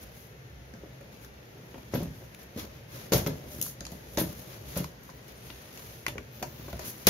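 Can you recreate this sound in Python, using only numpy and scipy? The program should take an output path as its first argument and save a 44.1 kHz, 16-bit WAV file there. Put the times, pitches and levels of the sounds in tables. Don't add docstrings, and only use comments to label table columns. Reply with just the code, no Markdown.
import sys
import numpy as np
from scipy import signal
from scipy.fft import rfft, irfft
from scipy.io import wavfile
from scipy.ndimage import uniform_filter1d

SR = 44100
rng = np.random.default_rng(int(sys.argv[2]) if len(sys.argv) > 2 else 0)


def pcm_store(signal):
    levels = np.round(np.clip(np.atleast_2d(signal), -1, 1) * 32767)
    wavfile.write(sys.argv[1], SR, levels.astype(np.int16).T)


def natural_amplitude(level_db):
    exponent = np.asarray(level_db, float) / 20
    return 10 ** exponent


N = 312669

# frequency in Hz, level in dB, t60 in s.
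BODY = [(60.4, -48, 0.13), (87.3, -9.5, 0.44), (137, -7.5, 0.5), (153, -2, 0.37), (175, 1.5, 0.14),
        (210, -6, 0.69), (251.8, 8.5, 0.087), (323.7, -5.5, 0.2), (386.4, 3, 0.08), (462, 6, 0.05),
        (541, -6.5, 0.23), (593, -6, 0.19), (732, -11.5, 0.069), (925, -15, 0.012)]


def evened(x):
    return x / np.sqrt(np.mean(x ** 2) + 1e-20)


def read(points, hz):
    f, value = np.transpose(points)
    return np.interp(np.log(hz + 1), np.log(f + 1), value)


def add(mix, s, sound):
    part = mix[..., round(s * SR):][..., :sound.shape[-1]]
    part += sound[..., :part.shape[-1]]


def band(x, lo_hz, hi_hz):
    return signal.sosfilt(signal.butter(2, [lo_hz, hi_hz], "band", fs=SR, output="sos"), x)


def ring(modes, t):
    return sum(natural_amplitude(db - 60 * t / t60) * np.sin(2 * np.pi * hz * t) for hz, db, t60 in modes)


def pair(a, b):
    # frequency in Hz, shared part from -1 to 1.
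    likeness = [(60, 0.97), (130, 0.99), (290, 0.85), (640, 0.19), (1410, -0.35), (3100, 0.019),
                (6820, -0.049), (15000, -0.011)]
    same = read(likeness, np.fft.rfftfreq(N, 1 / SR))
    second = same * rfft(a) + np.sqrt(1 - same ** 2) * rfft(b)
    return np.array([a, irfft(second, N)])


def split(a, b):
    split_hz = 350
    low = signal.butter(1, split_hz, "low", fs=SR)
    high = signal.butter(1, split_hz, "high", fs=SR)
    return np.array([a, signal.lfilter(*low, a) + signal.lfilter(*high, b)])


def hum():
    # frequency in Hz, density in dB per Hz.
    spectrum = [(25, -108), (45, -77), (63, -61.5), (85, -80.5), (120, -65.5), (160, -76), (300, -84.5),
                (500, -81), (700, -88), (1100, -94), (2000, -91), (4000, -99), (6500, -101), (8200, -109),
                (11000, -104), (16000, -106)]
    hz, _, z = signal.stft(rng.standard_normal((2, N)), SR, nperseg=4096)
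    patches = uniform_filter1d(rng.standard_normal(z.shape[1:]), 6, 0)
    patches = evened(uniform_filter1d(patches, 4, 1))
    drift_db = 1.6 + 2.46 * (hz < 110)
    z = z * natural_amplitude(read(spectrum, hz)[:, None] + drift_db[:, None] * patches) * np.sqrt(SR / 2)
    return pair(*signal.istft(z, SR, nperseg=4096)[1][:, :N])


def rub():
    # start in s, length in s, cloth level in dB, leather level in dB.
    stroke_rows = [(0, 0.066, -50.5, -61), (0.082, 0.3, -55, -65), (1.098, 0.12, -61, -60.5),
                   (1.18, 0.13, -56, -63), (1.652, .22, -74, -68), (1.899, 0.16, -50, -50.5),
                   (1.958, 0.2, -63, -57.5), (2.08, 0.31, -59.5, -67), (2.374, 0.094, -57, -57),
                   (2.526, 0.21, -52.5, -52), (2.678, 0.18, -68, -60.5), (2.858, 0.32, -49.5, -52),
                   (3.274, 0.092, -59, -52.5), (3.441, 0.3, -47, -58), (3.594, 0.18, -39.5, -58),
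                   (3.886, 0.16, -55, -70), (4.024, 0.46, -50.5, -64), (4.235, 0.15, -57, -59),
                   (4.337, 0.19, -51.5, -67), (4.454, 0.2, -52, -55), (4.596, 0.38, -48, -52.5),
                   (5.012, 0.14, -58, -65), (5.26, .1, -58, -57.5), (5.398, 0.2, -55, -59),
                   (5.647, 0.54, -51, -57), (6.317, 0.15, -57, -58.5), (6.447, 0.67, -60, -57),
                   (6.793, 0.13, -52, -52), (6.829, 0.14, -39.5, -62), (6.922, 0.19, -51.5, -66)]
    # time in s, restlessness in dB, weight on the tin in dB.
    hands = [(0, -59, -50.5), (.35, -74.5, -64.5), (1.0, -68.5, -53.5), (1.302, -71, -55.5),
             (1.8, -63, -54), (2.85, -67, -55), (3.35, -57.5, -42), (3.75, -63.5, -53.5), (4.4, -56, -47.5),
             (4.95, -67.5, -54.5), (5.6, -56.5, -52), (6.25, -65, -57), (6.5, -60, -55), (7.09, -55, -48.5)]
    rise, fall = 0.33, 0.66
    cloth_rest_db, stroke_drag_db = 1, 5
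    t = np.arange(N) / SR
    s, rest_db, weight_db = np.transpose(hands)
    rest = natural_amplitude(np.interp(t, s, rest_db))
    strokes = np.zeros((2, N))
    for start, length, *db in stroke_rows:
        u = np.arange(0, 1, 1 / (length * SR))
        ramp = np.minimum(np.minimum(u / rise, (1 - u) / fall), 1)
        add(strokes, start, natural_amplitude(np.array(db))[:, None] * np.sin(np.pi / 2 * ramp) ** 2)

    cloth_gain = np.hypot(strokes[0], natural_amplitude(cloth_rest_db) * rest)
    leather_gain = np.hypot(strokes[1], rest)
    drag_gain = np.hypot(natural_amplitude(stroke_drag_db) * strokes[1], natural_amplitude(np.interp(t, s, weight_db)))

    grit = natural_amplitude(1.33 * evened(uniform_filter1d(rng.standard_normal(N), 250)))
    a, b = rng.standard_normal((2, 2, N)) * grit
    stiff = [(hz, db + 2.3 * np.log2(hz / 250), 0.35 * t60) for hz, db, t60 in BODY]
    drag = signal.oaconvolve(a, ring(stiff, np.arange(8000) / SR)[None])[:, :N]
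    leather = band(b, 740, 6100)
    cloth = band(a, 7050, 20000)
    sound = drag_gain * evened(drag)
    sound = sound + natural_amplitude(2.0) * leather_gain * evened(leather) + natural_amplitude(3.5) * cloth_gain * evened(cloth)
    return pair(*sound)


def thuds():
    # start in s, peak in dB, chatter length in s,
    # brightness in dB per octave, struck spot in Hz.
    knocks = [(1.937, -17, 0.013, -6.5, 306), (1.95, -18, 0.0033, -1.5, 485), (2.005, -22, 0.05, -5, 197),
              (2.562, -23.5, 0.0044, -2, 226), (2.569, -29, 0.0053, -25, 360), (2.58, -41, 0.0075, -2, 132),
              (3.12, -11.5, 0.0088, 10, 186), (3.133, -11.5, 0.022, 1, 155),
              (3.264, -14.5, 0.016, -0.5, 310), (3.587, -26.5, 0.0078, 1, 170), (4.174, -16, 0.011, 7, 232),
              (4.19, -15.5, 0.035, -0.5, 187), (4.765, -19, 0.011, -5.5, 547), (4.8, -25.5, 0.014, -3, 192),
              (6.079, -26.5, 0.011, 0.5, 390), (6.156, -28.5, 0.015, -5.5, 400),
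              (6.425, -26, 0.0074, -1, 740), (6.681, -33.5, 0.019, 16, 630), (6.732, -28.5, 0.031, -7, 141),
              (7.0685, -11, 0.012, 2, 600)]
    # start in s, peak in dB, brightness in dB per octave, struck spot in Hz.
    nudges = [(.735, -36, -3, 200), (0.835, -34.5, 7, 423), (1.008, -43, 20, 541), (1.557, -38, 10, 369),
              (1.743, -30, 2, 611), (1.78, -35.5, -10, 500), (2.21, -39, 16, 143), (2.645, -38, 13, 423),
              (2.95, -43, -3, 375), (3.545, -33, -8, 181), (3.809, -31.5, 0.5, 175),
              (3.921, -28.5, -2, 208), (5.503, -37, -2, 153), (6.417, -30, 5, 293), (6.596, -31, -5, 210),
              (6.79, -34, 23, 133)]
    knock_damping, nudge_damping, nudge_chatter_s = 1.75, 2.1, 0.018
    out, t = np.zeros(N), np.arange(SR // 2) / SR
    blows = [(knock_damping, *row) for row in knocks]
    blows += [(nudge_damping, s, db, nudge_chatter_s, *row) for s, db, *row in nudges]
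    for damping, s, db, length, tilt_db, spot_hz in blows:
        chance = np.clip(rng.standard_normal((len(BODY), 2)), -2, 2) * [.03, 1.5]
        modes = []
        for (hz, mode_db, t60), (shift, lift_db) in zip(BODY, chance):
            spot_db = 5 * np.exp(-(np.log2(hz / spot_hz) / .35) ** 2)
            level_db = mode_db + lift_db + tilt_db * np.log2(hz / 250) + spot_db
            modes.append((hz * (1 + shift), level_db, min(t60, .22) / damping))
        bumps = rng.standard_normal(len(t)) * natural_amplitude(5.5 * rng.standard_normal(len(t) // 50).repeat(50))
        chatter = 0.17 * np.exp(-(t / length) ** 2)
        shudder = 0.093 * natural_amplitude(-60 * t * damping / 0.61)
        push = 0.17 * np.exp(-((t - .001) / 0.00044) ** 2)
        drive = evened(bumps) * (chatter + shudder) - push
        sound = signal.fftconvolve(ring(modes, t[:10000]), drive)
        add(out, s, natural_amplitude(db) * sound / abs(sound).max())
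    return out


def pops():
    # start in s, peak in dB, frequency in Hz, t60 in s.
    panels = [(0.835, -38, 395, 0.04), (1.571, -43, 304, 0.06), (1.744, -57, 610, 0.04),
              (1.781, -45, 630, 0.054), (1.945, -29, 464, 0.084), (2.574, -30.5, 472, 0.049),
              (2.586, -32, 298, 0.073), (4.767, -33, 590, 0.029), (6.428, -29, 742, 0.057),
              (6.69, -44, 680, .05), (6.731, -36.5, 672, 0.085), (6.795, -35.5, 624, 0.068),
              (1.952, -27, 520, 0.053), (1.939, -28, 230, 0.036), (2.5618, -25, 240, .035),
              (.736, -35, 215, 0.071), (1.0105, -44, 580, 0.024), (7.069, -18, 272, 0.051),
              (4.73, -35, 150, .07), (3.122, -16.5, 455, 0.05), (3.139, -18, 436, 0.053),
              (3.156, -14.5, 159, .07), (3.19, -34, 460, .07), (3.289, -31, 300, .07),
              (4.19, -27, 409, 0.064), (4.768, -26.5, 526, 0.073), (4.803, -31, 550, 0.055),
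              (4.803, -19.5, 140, .07), (5.093, -50, 200, .05), (7.0695, -19.5, 463, 0.079),
              (7.073, -30, 152, 0.064)]
    # start in s, peak in dB, frequency in Hz, t60 in s.
    wires = [
        (3.122, -35, 11040, .07),
        (3.138, -35, 13605, .11),
        (2.74, -54, 14100, .1),
    ]
    out, t = np.zeros(N), np.arange(SR // 4) / SR
    damped = [(s, db, hz, min(t60, .075)) for s, db, hz, t60 in panels]
    for s, db, hz, t60 in damped + wires:
        add(out, s, ring([(hz, db, t60)], t) * np.minimum(t / 0.0018, 1))
    return out


def clicks():
    # start in s, ring peak in dB, crack in dB, fizz in dB, ring in Hz.
    snips = [(.738, -44, -46, -65, 1860), (1.01, -58, -59, -52, 1850), (1.247, -47, -44.5, -41, 1480),
             (1.94, -40, -31.5, -38, 1540), (2.348, -59, -59, -52, 2410), (2.575, -46, -42, -38, 1420),
             (2.596, -55, -35, -36, 3000), (3.614, -27, -40, -14.5, 3280), (3.625, -42, -45, -17, 3300),
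             (3.663, -37.5, -42, -29, 1240), (3.807, -40.5, -33.5, -48, 1500),
             (3.852, -34.5, -32, -62, 2720), (3.866, -39.5, -34, -56, 1090), (4.843, -33, -32, -36, 2620),
             (5.28, -57, -65, -42, 1610), (5.502, -34, -67, -62, 3070), (5.774, -36.5, -39, -52, 2560),
             (6.065, -24, -26.5, -37, 2300), (6.082, -24.5, -69, -27, 2440),
             (6.181, -30.5, -37.5, -58, 2220), (7.069, -23, -12, -4.5, 2720), (7.0725, -22, -15, -19, 2790)]
    # start in s, ring peak in dB, crack in dB, fizz in dB.
    clanks = [(1.743, -36.5, -54, -59), (1.78, -43, -58, -53), (1.924, -40, -48, -54),
              (1.954, -25, -50, -40), (2.03, -49, -54, -35.5), (2.389, -40, -53, -46),
              (2.429, -46, -54, -41.5), (3.121, -19, -24, -35), (3.134, -17, -17.5, -44),
              (3.179, -43, -36, -22), (3.264, -24, -29.5, -37), (3.483, -51, -61, -55),
              (3.516, -61, -47, -39), (3.918, -44, -42.5, -37.5), (4.173, -19, -24, -32),
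              (4.198, -28, -36, -27), (4.773, -27, -39, -22.5), (5.032, -56, -61, -46),
              (5.1, -36.5, -48, -58), (6.426, -21.5, -32.5, -33.5), (6.684, -37, -47, -52),
              (6.729, -29, -71, -39), (6.793, -28.5, -37, -39)]
    wall_hz = 850
    out, t = np.zeros((2, N)), np.arange(SR // 4) / SR
    # t60 in s, ring and spread in dB
    contacts = [(.024, -2, -6, *row) for row in snips]
    contacts += [(0.061, -13, -4, *row, wall_hz) for row in clanks]
    for t60, ring_db, spread_db, s, low_db, crack_db, fizz_db, ring_hz in contacts:
        grain = natural_amplitude(2.0 * rng.standard_normal(len(t) // 45 + 1).repeat(45)[:len(t)])
        fade = natural_amplitude(-60 * t / t60) + .6 * np.exp(-t / .002)
        crack = rng.standard_normal((2, len(t))) * grain * fade
        crack[:, 0] = 2.6
        bands = [(ring_hz / 1.3, ring_hz * 1.3, low_db + ring_db),
                 (700, 3400, low_db + spread_db),
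                 (3170, 8930, crack_db + 6.5),
                 (6800, 15200, fizz_db + 4.5)]
        for lo_hz, hi_hz, db in bands:
            part = band(crack, lo_hz, hi_hz)
            add(out, s, natural_amplitude(db - 1.5) * part / abs(part.mean(0)).max())
    return split(*out)


def pings():
    plier_hz = [725, 1050, 1420, 1980, 2370, 2885, 4350, 5090, 5650, 6330]
    # start in s, ring peak in dB, struck spot in Hz,
    # tick in dB.
    meetings = [(1.012, -49, 1900, -50), (3.122, -24, 1520, -25), (3.2633, -28, 1200, -20),
                (3.613, -45, 5600, -34), (3.627, -47, 5600, -38), (3.806, -44, 5600, -30),
                (3.851, -44, 5600, -32), (4.173, -27, 3500, -26), (4.767, -30, 1000, -50),
                (5.29, -60, 5000, -48), (5.501, -34, 1900, -60), (5.775, -53, 2300, -60),
                (6.0655, -24, 1900, -39), (6.083, -26, 2300, -27), (6.181, -34, 2400, -39),
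                (6.4266, -34, 3200, -30), (6.683, -40, 1300, -50), (6.731, -37, 1500, -50),
                (6.794, -39, 1500, -45),
                (2.3472, -42, 3000, -27),
        (4.842, -36, 1700, -32),
        (7.0702, -30, 2500, -12),
        (3.1355, -34, 5600, -22),
        (5.093, -50, 1200, -46),
        (2.3475, -60, 5600, -30),
    ]
    t60, far_db = 0.025, -12
    out, t = np.zeros((2, N)), np.arange(SR // 10) / SR
    for s, ring_db, spot_hz, tick_db in meetings:
        modes = [(hz, far_db * min(np.log2(hz / spot_hz) ** 2, 2), t60) for hz in plier_hz]
        steel = ring(modes, t)
        snap = rng.standard_normal((2, len(t)))
        tick = band((snap + snap[::-1] / 2) * np.exp(-t / .0007), 1800, 20000)
        add(out, s, natural_amplitude(ring_db) * steel / abs(steel).max() + natural_amplitude(tick_db) * tick / abs(tick).max())
    return out


def tinks():
    # start in s, peak in dB, frequency in Hz, t60 in s.
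    strikes = [(1.012, -48, 1850, .012), (1.78, -44, 890, 0.015), (6.0655, -36, 2250, .014),
               (6.181, -37, 2860, 0.011), (1.9385, -32, 2100, .012), (1.95, -39, 1620, .03),
               (4.173, -29, 3800, .02), (4.844, -29, 1020, 0.018), (4.841, -42, 2400, .01),
               (5.091, -42.5, 1050, 0.045), (5.093, -48, 1530, .03), (5.775, -45, 2350, .02),
               (6.065, -21, 2040, 0.016), (6.0652, -25.5, 1080, 0.025), (6.0652, -29.5, 1430, 0.021),
               (6.067, -32, 2930, .018), (6.083, -40, 2370, .03), (6.082, -31, 910, .03),
               (6.181, -30, 2340, 0.014), (6.182, -36.5, 1150, 0.029), (6.182, -36, 1430, 0.029),
               (6.683, -37, 1110, 0.013), (6.4268, -33, 3540, 0.012)]
    lag_rad = 1.5
    out, t = np.zeros((2, N)), np.arange(SR // 10) / SR
    for s, db, hz, t60 in strikes:
        tone = np.sin(2 * np.pi * hz * t - [[0], [lag_rad]])
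        start = np.minimum(t * hz * 2, 1)
        add(out, s, natural_amplitude(db - 60 * t / t60) * tone * start)
    return out


def jingles():
    # start in s, wire peak in dB, shaking length in s, modes off the main cluster in
    # dB, clatter in dB.
    shakes = [(1.94, -41.5, 0.015, -7, 0), (2.572, -43.5, 0.048, 3, -1.5), (2.743, -63, 0.03, -1.5, -1),
              (3.118, -27, 0.028, 2, -1), (3.144, -27.5, 0.033, 6, -6), (3.176, -41, 0.04, 1, 1),
              (3.222, -53, 0.043, -1, 2.5), (3.265, -38, 0.012, 2, 7), (4.176, -26.5, 0.02, 7, -5.5),
              (4.19, -25.5, 0.034, 8, -11), (4.229, -54, 0.029, 1, 6), (4.7526, -40.5, 0.063, 12, -1),
              (7.068, -20, 0.041, 13, -4)]
    handle_hz = [5480, 9850, 10450, 11040, 11860, 12170, 11820, 13605, 14250, 14700, 15100, 9735, 11420,
                 12390]
    # level in dB, t60 in s.
    handle = [(-25, .06), (0, .08), (2, 0.065), (-6, .05), (5, .12), (-6, .12), (-9, 0.1), (-15, 0.079),
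              (2.5, 0.1), (-10, .08), (-4, .1), (2.5, 0.083), (-1, .1), (1, .12)]
    out, t = np.zeros((2, N)), np.arange(SR // 3) / SR
    for s, db, length, outer_db, clatter_db in shakes:
        shake = np.exp(-(t / length) ** 4) * np.minimum(t / 0.008, 1)
        taps = (rng.random(len(t)) < 1500 / SR) * rng.standard_normal(len(t)) * shake
        modes = []
        for hz, (mode_db, t60) in zip(handle_hz, handle):
            if abs(hz - 11900) > 500:
                modes.append((hz, mode_db + outer_db, min(t60, .045)))
            else:
                modes.append((hz, mode_db, min(t60, .11)))
        wire = signal.fftconvolve(ring(modes, t), taps)[:len(t)]
        noise = rng.standard_normal((2, len(t))) * shake
        clatter = natural_amplitude(-1.0) * band(noise, 10100, 16600)
        clatter += natural_amplitude(-1.5) * band(noise, 7200, 7400)
        clatter += natural_amplitude(-1.0) * band(noise, 300, 7400)
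        add(out, s, natural_amplitude(db + 7.0) * (wire / abs(wire).max() + natural_amplitude(clatter_db) * clatter))
    return out


def squeaks():
    # time in s, pitch in Hz.
    glides = [
        [(5.135, 14900), (5.141, 15550), (5.15, 15850), (5.16, 15700), (5.168, 15300), (5.19, 14950)],
        [(5.222, 8320), (5.245, 8320), (5.26, 8200), (5.285, 8180), (5.295, 8050)],
        [(5.322, 15000), (5.328, 15250), (5.335, 15800)],
        [(5.355, 9320), (5.383, 9073), (5.405, 8900), (5.435, 9340), (5.471, 9549), (5.505, 9630), (5.53, 9450),
         (5.545, 9480)],
        [(5.535, 9470), (5.57, 9530), (5.597, 9570), (5.625, 9200), (5.645, 8930), (5.667, 9131), (5.68, 9450),
         (5.70, 9850), (5.73, 9950)],
        [(5.97, 10250), (6.0, 10000), (6.025, 9750), (6.045, 9000), (6.06, 8400)],
        [(6.09, 14700), (6.1, 14000), (6.112, 13400)],
        [(6.305, 12300), (6.33, 14000), (6.345, 15400), (6.41, 15350), (6.5, 15200), (6.56, 15500),
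         (6.66, 15300), (6.78, 15400)],
        [(6.32, 13600), (6.45, 14000), (6.53, 13900), (6.58, 13300), (6.64, 13800), (6.72, 14100)],
    ]
    # level in dB, blur in Hz, left-right difference in dB.
    voices = [(-56, 90, 0), (-58, 20, 7), (-57, 60, 0), (-64, 15, 14), (-66, 15, 13), (-65, 20, 5),
              (-60, 60, 0), (-61, 200, 7), (-65, 450, 13)]
    fade_s = 0.015
    out = np.zeros((2, N))
    for glide, (db, blur_hz, pan_db) in zip(glides, voices):
        s, hz = np.transpose(glide)
        t = np.arange(s[0], s[-1], 1 / SR)
        pitch = uniform_filter1d(np.interp(t, s, hz), size=300)
        r = np.exp(-np.pi * blur_hz / SR)
        noise = rng.standard_normal((2, len(t) + 4000))
        a, b = signal.lfilter([1], [1, -r], noise)[:, 4000:] * np.sqrt(1 - r * r)
        steady = np.exp(-blur_hz / 150)
        wobble = steady + (1 - 0.61 * steady) * (a + 1j * b)
        tone = (wobble * np.exp(2j * np.pi * np.cumsum(pitch) / SR)).real
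        fade = np.clip(np.minimum(t - t[0], t[-1] - t) / fade_s, 0, 1)
        gain = natural_amplitude(db + np.array([[.5], [-.5]]) * pan_db)
        add(out, s[0], gain * np.sqrt(2) * tone * fade)
    return out


def room(x):
    # frequency in Hz, t60 in s.
    decay = [(100, 0.41), (400, 0.28), (1200, 0.22), (3000, 0.19), (8000, 0.27), (16000, 0.13)]
    taps = np.zeros((2, SR))
    at = np.arange(120, SR - 20, 20) + rng.integers(0, 20, (2, (SR - 121) // 20))
    np.put_along_axis(taps, at, rng.choice([-1., 1.], at.shape), 1)
    hz, t, z = signal.stft(taps, SR, nperseg=256)
    tail = signal.istft(z * natural_amplitude(-60 * t / read(decay, hz)[:, None]), SR, nperseg=256)[1]
    tail = pair(*np.pad(tail, ((0, 0), (0, N - tail.shape[1]))))[:, :SR]
    tail = tail * (np.arange(SR) >= 120)
    return signal.fftconvolve(x[None], tail / np.linalg.norm(tail[0]), axes=1)[:, :N]


def scene():
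    thud, click, jingle = thuds(), clicks(), jingles()
    wet = room(natural_amplitude(-4.5) * thud + natural_amplitude(-6.0) * click[0] + natural_amplitude(-5.0) * jingle[0])
    bed = rub() + hum()
    ping, tink = pings(), tinks()
    steel = ping + room(natural_amplitude(-12.0) * ping[0]) + tink + room(natural_amplitude(-15.0) * tink[0])
    return thud + click + jingle + wet + bed + steel + pops() + squeaks()


def band_limit(x):
    return signal.sosfilt(signal.butter(12, 16880, fs=SR, output="sos"), x)


def record(dry):
    # frequency in Hz, left level in dB, right level in dB.
    housing = [(20.5, -25, -27.5), (60.4, -5, -4), (1540, 2.5, -0.43), (4900, -0.96, -1.7),
               (6715, 1.5, 0.5), (7460, -12.5, -15.5), (7900, -22.5, -12.5), (9150, -7.5, -14),
               (11350, -1, 3), (12340, -1.5, -2), (14400, 1, -10.5), (15600, -5, -20.5)]
    # frequency in Hz, level in dB.
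    edge = [(15740, 0), (15920, -45), (16300, -70)]
    hz = np.fft.rfftfreq(4096, 1 / SR)
    colour_db = np.array([read([(row[0], row[k]) for row in housing], hz) + read(edge, hz) for k in (1, 2)])
    log_gain = np.log(natural_amplitude(np.concatenate([colour_db, colour_db[:, -2:0:-1]], 1)))
    taps = np.fft.ifft(np.exp(np.conj(signal.hilbert(log_gain)))).real
    mix = signal.oaconvolve(dry, taps, axes=1)[:, :N]
    return band_limit(mix)


dry = scene()
out = record(dry)
pcm_store(out)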